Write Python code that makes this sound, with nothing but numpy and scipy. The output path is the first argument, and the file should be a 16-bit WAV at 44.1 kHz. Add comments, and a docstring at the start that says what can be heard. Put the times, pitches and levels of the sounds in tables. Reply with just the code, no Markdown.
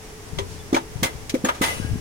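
"""An open workshop, the microphone close to the electric turbo actuator of a stopped truck engine.
Hum and hiss lie behind from the start, and light wind puffs on the microphone ports.
Switched on, the actuator, a little to the right, jerks its linkage to and fro: each jerk thumps the
housing, then lever, rod and stops clack. The last blow leaves the return spring ringing."""
import sys
import numpy as np
from scipy import signal
from scipy.fft import rfft, irfft, next_fast_len
from scipy.io import wavfile
from scipy.ndimage import map_coordinates

SR = 44100
rng = np.random.default_rng(int(sys.argv[2]) if len(sys.argv) > 2 else 0)


def wrap_up_sound(samples):
    """Save the sound to the file named by the first command line argument, as 16-bit audio."""
    columns = np.atleast_2d(samples).T
    # keep every value between -1 and 1, then stretch to whole-number steps
    tamed = np.clip(columns, -1, 1)
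    steps = np.round(tamed * 32767).astype(np.int16)
    wavfile.write(sys.argv[1], SR, steps)


N = 88596
CONTACT_ATTACK_S = 0.0017

# how alike the two ports hear the metal: frequency_hz, likeness
METAL_LIKENESS = [(300, 1), (700, 0.49), (2000, 0.19), (10000, 0.14)]
# how alike they hear the workshop: frequency_hz, likeness
WORKSHOP_LIKENESS = [(150, 1), (500, 0.53), (1500, 0), (10000, 0)]


def amp(db):
    """Decibels to gain."""
    return 10 ** (np.asarray(db) / 20)


def unit(x):
    """Scale to rms 1."""
    return x / np.sqrt(np.mean(x ** 2) + 1e-20)


def along(points, hz):
    """Read (frequency_hz, value) points on a log axis."""
    frequencies, values = np.transpose(points)
    return np.interp(np.log(hz + 1), np.log(frequencies + 1), values)


def resonance(hz, centre_hz, width_hz):
    """A resonant peak of height 1."""
    return 1 / (1 + (2 * (hz - centre_hz) / width_hz) ** 2)


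def since(start_s):
    """Seconds since a moment, zero before it."""
    return np.maximum(np.arange(N) / SR - start_s, 0)


def strike(start_s, t60_s, attack_s=CONTACT_ATTACK_S):
    """Rounded rise as the vibration spreads, exponential decay."""
    t = since(start_s)
    return (1 - np.exp(-t / attack_s)) ** 2 * np.exp(-np.log(1000) * t / t60_s)


def push(start_s, hz, swell_s, shape):
    """A few low cycles that swell and die."""
    t = since(start_s)
    return (t / swell_s * np.exp(1 - t / swell_s)) ** shape * np.sin(2 * np.pi * hz * t)


def wobble(rate_hz):
    """A smooth random curve, rate_hz knots a second."""
    return map_coordinates(rng.standard_normal(4096), [np.arange(N) * rate_hz / SR], mode="wrap")


def tone(hz, blur_rad, blur_hz):
    """An unsteady sine; the higher it is, the more its phase can differ between the ports."""
    diffuse_hz = 2720  # above this the ports hear unrelated phases
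    phase = rng.random() + rng.random((2, 1)) * min(hz / diffuse_hz, 1)
    return np.sin(2 * np.pi * (hz * since(0) + phase) + blur_rad * wobble(blur_hz))


def filtered(x, response):
    """Shape x by a frequency response."""
    size = next_fast_len(N + SR // 8)
    return irfft(rfft(x, size) * response(np.fft.rfftfreq(size, 1 / SR)), size)[..., :N]


def noise(colour, likeness):
    """Stereo noise of rms 1 with a given colour and left-right likeness."""
    def mid_and_side(hz):
        angle = np.arccos(np.clip(along(likeness, hz), -1, 1)) / 2
        return colour(hz) * np.array([np.cos(angle), np.sin(angle)])
    mid, side = filtered(rng.standard_normal((2, N)), mid_and_side)
    return unit(np.array([mid + side, mid - side]))


def late_left(x, lag_ms):
    """The left port is farther from the actuator and hears it later."""
    return filtered(x, lambda hz: np.exp(-2j * np.pi * hz * np.array([[lag_ms / 1000], [0]])))


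def housing_thumps():
    """Each jerk of the drive shoves the housing, which rings briefly."""
    # jerks of the drive: start_s, level_db, pitch_hz, swell_s, ring_db
    jerks = [(0.7273, -8.5, 291, 0.0025, -29.5), (0.7427, -11.5, 308, 0.0024, -26.5),
             (1.0256, -15, 214, 0.0021, -27), (1.3398, -10, 289, 0.0028, -23.5),
             (1.4401, -12, 231, 0.0028, -20), (1.6115, -10.5, 258, 0.0017, -24)]
    # low modes of the housing: pitch_hz, level_db, t60_s
    modes = [(202, 1, 0.088), (256.2, 5.5, 0.14), (333, 4, 0.11), (400.3, -10, 0.19), (514, 17.5, 0.038)]
    out = np.zeros(N)
    for start_s, db, hz, swell_s, ring_db in jerks:
        out += amp(db) * push(start_s, hz, swell_s, shape=0.98)
        for mode_hz, mode_db, t60_s in modes:
            level = amp(ring_db + mode_db + rng.normal(0, 1)) * strike(start_s, t60_s, attack_s=0.0089)
            out += level * np.sin(2 * np.pi * (mode_hz * since(start_s) + rng.random()))
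    return np.array([out, out])


def linkage_clacks():
    """Contacts excite the crowded modes of the linkage, and all rattle as they die."""
    # metal contacts: start_s, base_t60_s, low_db, body_db, bite_db, treble_db, top_db
    contacts = [(0.3836, 0.12, -38, -29, -28.5, -28, -41), (0.727, 0.093, -21.5, -25, -34, -31, -38),
                (0.7428, 0.13, -48, -23, -22, -24, -32), (0.763, 0.055, -39, -13.5, -24, -24, -35),
                (0.769, 0.12, -43, -32, -32, -33, -40), (1.029, 0.16, -26.5, -20.5, -19, -18, -20),
                (1.2935, 0.082, -43, -42, -29, -22, -31), (1.34, 0.14, -32, -36.5, -35, -35, -38),
                (1.444, 0.25, -38, -24.5, -29, -30.5, -32), (1.485, 0.089, -31, -16, -20.5, -25.5, -31),
                (1.544, 0.29, -48, -40, -42, -42, -48), (1.6127, 0.45, -32, -23, -27.5, -29, -27),
                (1.634, 0.17, -39, -26, -21, -24.5, -31), (1.681, 0.066, -28.5, -32, -41, -40, -32)]
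    # the five bands, low to top: centre_hz
    band_centres = [400, 1000, 2600, 6000, 12500]
    # each band's decay time over the contact's base t60: ratio
    decay_ratios = [1.85, 1.22, 1.03, 0.81, 0.85]
    # broad spectrum of the struck metal: frequency_hz, level_db
    spectrum = [(300, 0.5), (500, 13), (900, -3), (1100, -5.5), (1250, 1), (2200, -10), (3300, -11.5),
                (4600, -15.5), (6500, -17.5), (7700, -20), (9000, -21.5), (10700, -24), (12000, -33.5),
                (14000, -27.5), (16000, -35.5)]
    # resonances of the linkage: centre_hz, width_hz, lift_db
    resonances = [(405, 51, -10.5), (515, 150, -3.5), (931, 42, 8.5), (1210, 86, 4.5), (1320, 46, -8),
                  (1675, 30, 6), (2080, 450, 5.5), (2350, 130, 2.5), (2655, 50, 4.5), (3340, 720, 6),
                  (3920, 970, 3), (6360, 1400, 3.5), (8500, 310, 3.5)]
    low_cut_hz, rattle_db = 270, -0.5

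    def colour(hz):
        lift_db = sum(db * resonance(hz, centre, width) for centre, width, db in resonances)
        return amp(along(spectrum, hz) + lift_db) * (hz > low_cut_hz)
    out = np.zeros((2, N))
    for k, ratio in enumerate(decay_ratios):
        band = [(hz, float(hz == band_centres[k])) for hz in band_centres]
        power = sum((amp(band_db[k]) * strike(start_s, t60_s * ratio)) ** 2
                    for start_s, t60_s, *band_db in contacts)
        out += np.sqrt(power) * noise(lambda hz: colour(hz) * along(band, hz), METAL_LIKENESS)
    return out * amp(rattle_db * wobble(rate_hz=346))


def linkage_pings():
    """Lever, rod and stops ring briefly at their own pitches; loose ones buzz."""
    # struck parts: start_s, pitch_hz, level_db, t60_s, buzz_rad
    parts = [(0.388, 393.3, -21, 0.17, 0.37), (0.388, 516, -30, 0.1, 0.33), (0.388, 997, -31.5, 0.22, .4),
             (0.385, 3350, -20, 0.049, 0.9), (0.7455, 2283, -3.5, 0.017, 1.7),
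             (0.765, 912.5, -10.5, 0.09, 0.93), (0.765, 1146, -19, 0.062, .8),
             (.763, 333, -25.5, 0.26, 0.79), (1.033, 2100, -18.5, 0.1, 1.7), (1.064, 2044, -26, 0.13, 0.18),
             (1.293, 2350, -25, 0.061, 2.7), (1.348, 2094, -18.5, 0.029, 2.2),
             (1.3497, 520, -9.5, 0.031, .2), (1.357, 500, -10, 0.025, .2), (1.447, 509, -20.5, 0.092, 0.34),
             (1.448, 1790, -18, 0.065, 3.3), (1.447, 6700, -14.5, 0.045, 2.4),
             (1.488, 974, -14, 0.086, 0.5), (1.488, 1500, -16.5, 0.096, 3.43),
             (1.488, 2300, -18, 0.069, 2.5), (1.621, 877, -25, 0.26, 1.3), (1.63, 2050, -25, 0.13, 3),
             (1.656, 2035, -26, 0.3, .2), (1.683, 2015, -22, 0.18, 0.18)]
    return sum(amp(db) * strike(start_s, t60_s) * tone(hz, buzz_rad, blur_hz=190)
               for start_s, hz, db, t60_s, buzz_rad in parts)


def spring_ring():
    """The return spring rings on after the blows that reach it, then settles."""
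    # modes of the spring: pitch_hz, level_db, t60_s
    modes = [(2022, 2, 0.2), (2120, -0.5, 0.13), (2600, -9, 0.65), (2907, -14, 0.83), (3100, -30, 0.4),
             (3480, -11, 0.29), (5430, -18.5, 0.91)]
    # blows that reach it: start_s, level_db
    blows = [(1.033, -45), (1.617, -22.5), (1.683, -28)]
    # faint last rings as it settles: start_s, pitch_hz, level_db, t60_s
    last_rings = [(1.8, 1520, -37.5, 0.37), (1.8, 1639, -40.5, 1)]

    def ring(hz, flutter_db=3):
        flutter = unit(amp(flutter_db * wobble(rate_hz=70)))
        return flutter * tone(hz, blur_rad=1.1, blur_hz=85)
    out = np.zeros((2, N))
    for hz, db, t60_s in modes:
        power = sum((amp(blow_db) * strike(start_s, t60_s)) ** 2 for start_s, blow_db in blows)
        out += amp(db) * np.sqrt(power) * ring(hz)
    for start_s, hz, db, t60_s in last_rings:
        out += amp(db) * strike(start_s, t60_s, attack_s=0.0085) * ring(hz)
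    return out


def coil_chatter():
    """The spring's coils chatter after the last jerk; crowded high modes make the spectrum ragged."""
    # spectrum of the coils: frequency_hz, level_db
    spectrum = [(1500, -5), (3000, 3.5), (4700, 1), (6000, 3.5), (7700, -2), (9000, 4), (10700, 3),
                (12000, -12), (14000, -6), (16000, -19)]
    mode_spacing_hz, ripple_db, low_cut_hz, hold_s = 46.1, 5, 1500, 0.16
    mode_strengths = np.clip(rng.standard_normal(2048), -2, 2)

    def colour(hz):
        ripple = map_coordinates(mode_strengths, [hz / mode_spacing_hz], mode="wrap")
        return amp(along(spectrum, hz) + ripple_db * ripple) * (hz > low_cut_hz)
    t = since(start_s=1.62)
    envelope = (1 - np.exp(-t / CONTACT_ATTACK_S)) * np.exp(-(t / hold_s) ** 1.43)
    return amp(-31) * envelope * noise(colour, METAL_LIKENESS)


def squeak(peak_s=0.605, width_s=0.013, pitch_hz=3480):
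    """One faint, short chirp."""
    t = since(0)
    envelope = np.exp(-((t - peak_s) / width_s) ** 2)
    return amp(-47) * envelope * np.sin(2 * np.pi * pitch_hz * t + wobble(rate_hz=210))


def scrape(peak_s=0.527, width_s=0.058):
    """A faint, brief scraping hiss."""
    hiss = noise(lambda hz: resonance(hz, centre_hz=5000, width_hz=6600), WORKSHOP_LIKENESS)
    return amp(-46) * np.exp(-((since(0) - peak_s) / width_s) ** 2) * hiss


def wind():
    """Wind on the microphone: low rumble and single puffs, mostly on the left port."""
    # rise and fall of the rumble: time_s, level_db
    gusts = [(0.0, -52.5), (0.31, -46.5), (0.34, -35.5), (0.85, -50), (1.05, -32.5), (1.08, -44),
             (1.46, -43), (1.58, -57), (1.61, -37), (1.68, -39), (1.95, -28.5), (2.0, -34.5)]
    # spectrum of the rumble: frequency_hz, level_db
    spectrum = [(12, -28), (20, -16), (97, 4), (124, -8), (157, -2), (178, -9.5), (250, -11.5),
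                (320, -14.5), (550, -120)]
    # puffs on the ports: start_s, left_db, pitch_hz, swell_s, right_offset_db
    puffs = [(0.331, -18, 98, 0.0033, -23), (0.3764, -15.5, 97, 0.0057, -40), (0.41, -20, 77, 0.007, -29),
             (0.954, -15, 112, 0.0064, -25), (0.986, -23.5, 86, 0.012, -24), (1.045, -27, 70, 0.0066, 4),
             (1.148, -23, 100, 0.0072, -30), (1.798, -12, 186, 0.0028, -22), (1.838, -17, 100, 0.011, -34),
             (1.845, -17, 222.8, 0.0031, -25), (1.906, -15, 108, 0.011, -44),
             (1.933, -23, 56.7, 0.0033, 10.5), (1.956, -13.5, 174, 0.0026, -5)]
    level = amp(np.interp(since(0), *np.transpose(gusts)) - 1)
    rumble = noise(lambda hz: amp(along(spectrum, hz)), likeness=[(25, 0), (100, 0.68)])
    out = level * rumble * amp([[5], [-5]])
    for start_s, left_db, hz, swell_s, right_offset_db in puffs:
        out += amp([[left_db], [left_db + right_offset_db]]) * push(start_s, hz, swell_s, shape=3.9)
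    return out


def workshop():
    """Even hiss and the hum of a distant machine: a steady line in a fuzzy band."""
    # spectrum of the hiss: frequency_hz, level_db
    spectrum = [(88, 2), (150, -2.5), (286, -7), (328, -6.5), (439, -5.5), (484, -11), (805, -9.5),
                (1360, -15), (1980, -13.5), (2600, -17), (3420, -18.5), (4160, -20.5), (5680, -16.5),
                (7620, -21), (9440, -21), (14800, -31), (16000, -30)]
    hum_hz, sway_db = 433.3, 0.5
    fuzz = noise(lambda hz: resonance(hz, hum_hz, width_hz=86), WORKSHOP_LIKENESS)
    line = unit(tone(hum_hz, blur_rad=0.7, blur_hz=14))
    hiss_level = amp(-40 + sway_db * wobble(rate_hz=11.5))
    hiss = noise(lambda hz: amp(along(spectrum, hz)), WORKSHOP_LIKENESS)
    return hiss_level * hiss + amp(-51) * (fuzz + line)


def room(x):
    """A diffuse answer from the surroundings."""
    tail = rng.standard_normal((2, N)) * strike(0, t60_s=1, attack_s=0.004)
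    return signal.fftconvolve(x, tail / np.linalg.norm(tail[0]), axes=1)[:, :N]


def scene():
    """The actuator close up and a little to the right, the workshop behind it."""
    clacks = linkage_clacks()
    ringing = linkage_pings() + spring_ring() + coil_chatter()
    metal = clacks + ringing * amp([[2.14], [-2.14]])  # the ringing parts favour the left port
    actuator = late_left(housing_thumps(), lag_ms=0.31) + late_left(metal, lag_ms=0.451)
    return actuator + amp(-28.5) * room(actuator) + squeak() + scrape() + wind() + workshop()


def record(dry):
    """The recorder keeps nothing above 16.1 kHz."""
    return filtered(dry, lambda hz: hz < 16100)


dry = scene()
out = record(dry)
wrap_up_sound(out)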